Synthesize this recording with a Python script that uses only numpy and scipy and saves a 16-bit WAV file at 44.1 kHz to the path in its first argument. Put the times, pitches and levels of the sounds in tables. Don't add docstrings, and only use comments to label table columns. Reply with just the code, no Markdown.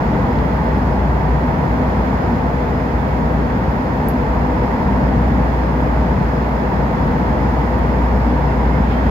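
import sys
import numpy as np
from scipy import signal
from scipy.fft import rfft, irfft
from scipy.io import wavfile

SR = 44100
rng = np.random.default_rng(int(sys.argv[2]) if len(sys.argv) > 2 else 0)


def generate_wav(signal):
    frames = np.transpose(np.atleast_2d(signal))
    scaled = np.clip(frames, -1, 1) * 32767
    pcm = np.round(scaled).astype(np.int16)
    wavfile.write(sys.argv[1], SR, pcm)


N = 401310
TIME = np.arange(N) / SR
HZ = np.maximum(np.arange(N // 2 + 1) * SR / N, 1)


def from_db(db):
    return 10 ** (np.asarray(db) / 20)


def rms_one(x):
    return x / np.sqrt(np.mean(x ** 2) + 1e-20)


def in_time(rows):
    times, *columns = np.transpose(rows)
    return [np.interp(TIME, times, column) for column in columns]


def over_hz(points):
    hz, value = np.transpose(points)
    return np.interp(np.log(HZ), np.log(hz), value)


def white():
    return rfft(rng.standard_normal((2, N))) * np.sqrt(SR / 2)


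def bell(hz, width):
    return 1 / (1 + (2 * (HZ - hz) / width) ** 2)


def pan(db):
    gains = from_db(np.array([[.5], [-.5]]) * db)
    return gains / np.sqrt(np.mean(gains ** 2, axis=0))


def drift(rate_hz):
    return rms_one(irfft(white()[0] / (1 + (HZ / rate_hz) ** 4), N))


def fading(events, t60):
    return sum((TIME >= s) * from_db(db - 60 * np.clip((TIME - s) / t60, 0, 4)) for s, db in events)


def wavering_tone(hz, waver_hz, rate_hz, flutter_db=2.5):
    turns = np.cumsum(hz + waver_hz * drift(rate_hz)) / SR + rng.random()
    return rms_one(np.sin(2 * np.pi * turns) * from_db(flutter_db * drift(rate_hz)))


# (frequency [Hz], width [Hz], mid-scene level [dB], left minus right [dB], growth [dB/s])
VENT_WHISTLES = [(2670, 45, -61, 0, 1), (3890, 8, -70, 8, .6), (4930, 45, -70, -7, 0.5)]

def vents():
    out = np.zeros((2, N))
    for hz, width, db, pan_db, growth in VENT_WHISTLES:
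        whistle = rms_one(irfft(white() * bell(hz, width), N))
        out += whistle * from_db(db + growth * (TIME - TIME.mean())) * pan(pan_db)
    return out


# (time [s], level of the lower [dB], level of the upper [dB])
TURBINE_LEVELS = [(0, -63, -73), (.45, -60, -76), (.85, -66, -64), (1.7, -68, -72), (2.15, -62, -70),
                  (3.5, -65, -73), (4.8, -59, -67), (5.4, -69, -63), (6.15, -62, -67), (6.6, -64, -66),
                  (7.4, -59, -70), (8.05, -68, -62), (8.45, -64, -60), (9.1, -67, -64)]

def turbines(pitches_hz=(4997, 5052), pan_db=-5.5):
    out = np.zeros((2, N))
    for hz, level_db in zip(pitches_hz, in_time(TURBINE_LEVELS)):
        sides = np.array([wavering_tone(hz, waver_hz=5, rate_hz=12) for _ in range(2)])
        out += sides * from_db(level_db) * pan(pan_db)
    return out


# (frequency [Hz], level [dB], left minus right [dB])
SHAFT_PARTIALS = [(76.2, -40, -1), (145.8, -38, 2), (196.4, -31.5, 5)]

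def shafts():
    return sum(wavering_tone(hz, waver_hz=0.77, rate_hz=2.2) * from_db(db) * pan(pan_db)
               for hz, db, pan_db in SHAFT_PARTIALS)


# (centre time [s], half-length [s], level [dB])
STROKES = [(8.51, .04, -48), (8.67, .17, -48), (8.925, .05, -40), (9.02, .08, -48)]
# (frequency [Hz], relative level [dB])
FRICTION_SPECTRUM = [(800, -30), (2300, 2), (3500, -4), (4300, -12), (6000, -30), (12000, -45)]
# (centre time [s], half-length [s], level [dB], frequency [Hz])
CATCHES = [(8.5, .025, -45.5, 2680), (8.605, .025, -43, 2150), (8.67, .025, -42, 2090),
           (8.745, .035, -40, 2130), (8.96, .045, -49, 3170), (9.06, .04, -54, 3160)]

def rustle(waver_hz=11.8, pan_db=-3):
    def swell(s, half_length, db):
        return from_db(db) * np.exp(-2 * np.minimum(((TIME - s) / half_length) ** 2, 50))
    friction = rms_one(irfft(white() * from_db(over_hz(FRICTION_SPECTRUM)), N))
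    rubbing = friction * sum(swell(*stroke) for stroke in STROKES)
    waver_turns = np.cumsum(waver_hz * drift(32)) / SR
    squeaks = sum(swell(*catch) * np.sqrt(2) * np.sin(2 * np.pi * (hz * TIME + waver_turns))
                  for *catch, hz in CATCHES)
    return (rubbing + squeaks) * pan(pan_db)


# (time [s], peak level [dB])
TRIM_SNAPS = [(0.3876, -28)]

def clack(band_hz=(2200, 4600), pan_db=-2):
    impulses = np.zeros(N)
    for s, db in TRIM_SNAPS:
        impulses[int(s * SR)] = from_db(db)
    click = signal.sosfilt(signal.butter(4, band_hz, "band", fs=SR, output="sos"), impulses)
    return click * impulses.max() / abs(click).max() * pan(pan_db)


# (time [s], relative level [dB])
CONTACTS = [(.775, -47), (3.71, -46), (4.0851, -29), (4.086, -17), (4.0911, -29), (5.5998, -48),
            (5.66, -48), (7.7869, -38.5), (8.03, -48)]
# (frequency [Hz], relative level [dB], 60 dB decay time [s])
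PART_MODES = [(7600, -21, .004), (11100, -4, .005), (11550, 4, .005), (12150, 5, .0044), (12900, -2, .003),
              (14400, -5, .003), (15200, -11, .003)]

def ticks(snap_db=5, grit_db=-4, grit_t60=0.005, tail_db=-23, tail_t60=0.115, gain_db=-6.5, pan_db=3):
    snap = np.zeros(N)
    for s, db in CONTACTS:
        snap[int(s * SR)] = from_db(db + snap_db)
    grit = from_db(grit_db) * fading(CONTACTS, grit_t60)
    tail = from_db(tail_db) * fading(CONTACTS, tail_t60)
    ring = np.zeros((2, N))
    for hz, mode_db, t60 in PART_MODES:
        radius = from_db(-60 / (t60 * SR))
        feedback = [1, -2 * radius * np.cos(2 * np.pi * hz / SR), radius ** 2]
        force = snap + (grit + tail) * rng.standard_normal((2, N))
        ring += from_db(mode_db) * signal.lfilter([np.sqrt(1 - radius ** 2)], feedback, force)
    ring = signal.sosfilt(signal.butter(2, (7600, 10000), "bandstop", fs=SR, output="sos"), ring)
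    ring = signal.sosfilt(signal.butter(10, 7000, "high", fs=SR, output="sos"), ring)
    return ring * from_db(gain_db) * pan(pan_db)


# (time [s], level [dB])
HUM_LEVEL = [(0, -25), (.75, -20), (1.35, -19), (1.85, -25), (2.2, -22.5), (3.2, -23), (3.8, -25),
             (4.35, -20.5), (4.6, -23.5), (5.28, -18), (6.1, -18.5), (7.05, -22), (8.15, -16.5), (9.1, -19)]

def engine_hum(fan_hz=60.63, ease_from_s=3.02, sag_hz_per_s=0.2086, pan_db=1):
    speed_hz = fan_hz - sag_hz_per_s * np.maximum(TIME - ease_from_s, 0)
    turns = np.cumsum(speed_hz) / SR + rng.random()
    level_db, = in_time(HUM_LEVEL)
    return np.sqrt(2) * np.sin(2 * np.pi * turns) * from_db(level_db) * pan(pan_db)


# (frequency [Hz], coherence [-1 to 1])
IN_PHASE = [(50, .999), (130, 0.96), (260, 0.97), (350, 0.68), (510, 0.89), (600, 0.36), (930, 0.46),
            (1150, -0.11), (1850, -0.28), (2200, -0.024)]
# (frequency [Hz], coherence [-1 to 1])
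QUADRATURE = [(100, -0.11), (260, 0.04), (450, -0.056), (620, 0.62), (800, -0.057), (1050, -0.22),
              (2400, -0.29), (3200, 0.2), (4000, -0.0072)]
# (frequency [Hz], spectral density level [dB])
RUSH_SPECTRUM = [(20, -64), (36, -68), (48, -40.5), (242, -43.5), (301, -50), (966, -53), (1351, -60.5),
                 (1838, -62.5), (3028, -78.5), (4641, -84.5), (6946, -96), (8420, -105.8), (9071, -98.5),
                 (15600, -95.5)]
# (frequency [Hz], width [Hz], left gain [dB], right gain [dB])
CABIN_RESONANCES = [(74.7, 9.9, 0, 0), (112, 29, -2.5, -2.5), (145.8, 17, 5.5, 3.5), (250.6, 18, 5, 5.5),
                    (303, 10.2, 6.5, 5.5), (497, 27, 6.5, 1.5), (559, 40, -3, -4), (618, 46, 2.5, 3.5),
                    (882, 180, 2, 3.5), (940, 110, 1.5, 1.5), (1043, 57, -1, -2.5), (1106, 60, 0.5, -0.5),
                    (1950, 350, 0, 2.5), (3420, 220, -6, 4.5), (3850, 490, 0, -3.5), (4300, 300, 2, 2),
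                    (5040, 180, 0, 7), (6820, 830, 7, 6)]
# (frequency [Hz], left minus right [dB])
FIELD_BALANCE = [(50, 0), (150, 1.5), (280, 1), (370, 3.5), (500, 3), (700, -1.5), (900, -1.5), (1150, 0.5),
                 (2000, -2), (3300, -5.5), (3800, -1), (6000, 0), (7200, -11), (8800, 1), (15000, 4.0)]

def cabin_field():
    left, independent = white()
    coherence = over_hz(IN_PHASE) + 1j * over_hz(QUADRATURE)
    coherence /= np.maximum(abs(coherence) / .999, 1)
    right = coherence * left + np.sqrt(1 - abs(coherence) ** 2) * independent
    resonance_db = sum(np.outer(gains, bell(hz, width)) for hz, width, *gains in CABIN_RESONANCES)
    colour = from_db(over_hz(RUSH_SPECTRUM) + resonance_db)
    return np.array([left, right]) * colour * pan(over_hz(FIELD_BALANCE))


# (time [s], gain [dB])
HEARD_RUSH_GAIN = [(0, 0.2), (.5, 0), (1.1, -0.56), (1.8, -.05), (2.27, 0.1), (2.42, -.65), (3.3, -0.65),
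                   (3.95, -0.6), (4.3, -0.5), (4.75, -0.1), (5.2, -0.1), (6.2, -0.34), (7.3, 0.16),
                   (8.3, 0), (8.6, -0.5), (9.1, 0.7)]
# (time [s], relative level [dB])
RUMBLE_LEVEL = [(0, 0), (.4, 0.5), (1.0, -.9), (1.5, -0.4), (2.25, 0.6), (2.62, -3), (3.3, 1.5),
                (3.8, -1.5), (4.0, -0.5), (4.7, 0.3), (5.0, 0.5), (5.4, 2), (5.6, -1.9), (6.2, 0.8),
                (6.5, -3), (7.1, 1.8), (7.7, -1), (9.1, 0.5)]
# (time [s], relative level [dB])
HOLLOW_LEVEL = [(0, 0), (2.2, 0), (4.0, -0.6), (4.85, 2), (5.15, -1), (6.7, -.2), (7.8, 0), (8.6, 0.6),
                (8.9, -2.3)]

def airflow(split_hz=300, hollow_hz=915, hollow_width_hz=200, eddy_db=0.32, eddy_hz=12,
            rush_gain_db=0.21, rumble_gain_db=-0.32):
    field = cabin_field()
    bass = 1 / (1 + (HZ / split_hz) ** 6)
    hollow = bell(hollow_hz, hollow_width_hz)
    rumble_db, hollow_db = in_time(RUMBLE_LEVEL) + in_time(HOLLOW_LEVEL)
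    fine = field * (1 - bass)
    rush = irfft(fine * (1 - hollow), N) + irfft(fine * hollow, N) * from_db(hollow_db)
    flutter_db = eddy_db * drift(eddy_hz)
    rumble = irfft(field * bass, N) * from_db(rumble_gain_db + rumble_db + flutter_db)
    heard_db, = in_time(HEARD_RUSH_GAIN)
    return rumble + rush * from_db(rush_gain_db + heard_db)


def scene():
    return airflow() + engine_hum() + shafts() + turbines() + vents() + ticks() + clack() + rustle()


def record(dry, cutoff_hz=15800, fade_s=.002):
    out = signal.sosfiltfilt(signal.ellip(10, .05, 60, cutoff_hz, fs=SR, output="sos"), dry)
    return out * np.clip(np.minimum(TIME, TIME[-1] - TIME) / fade_s, 0, 1)


dry = scene()
out = record(dry)
generate_wav(out)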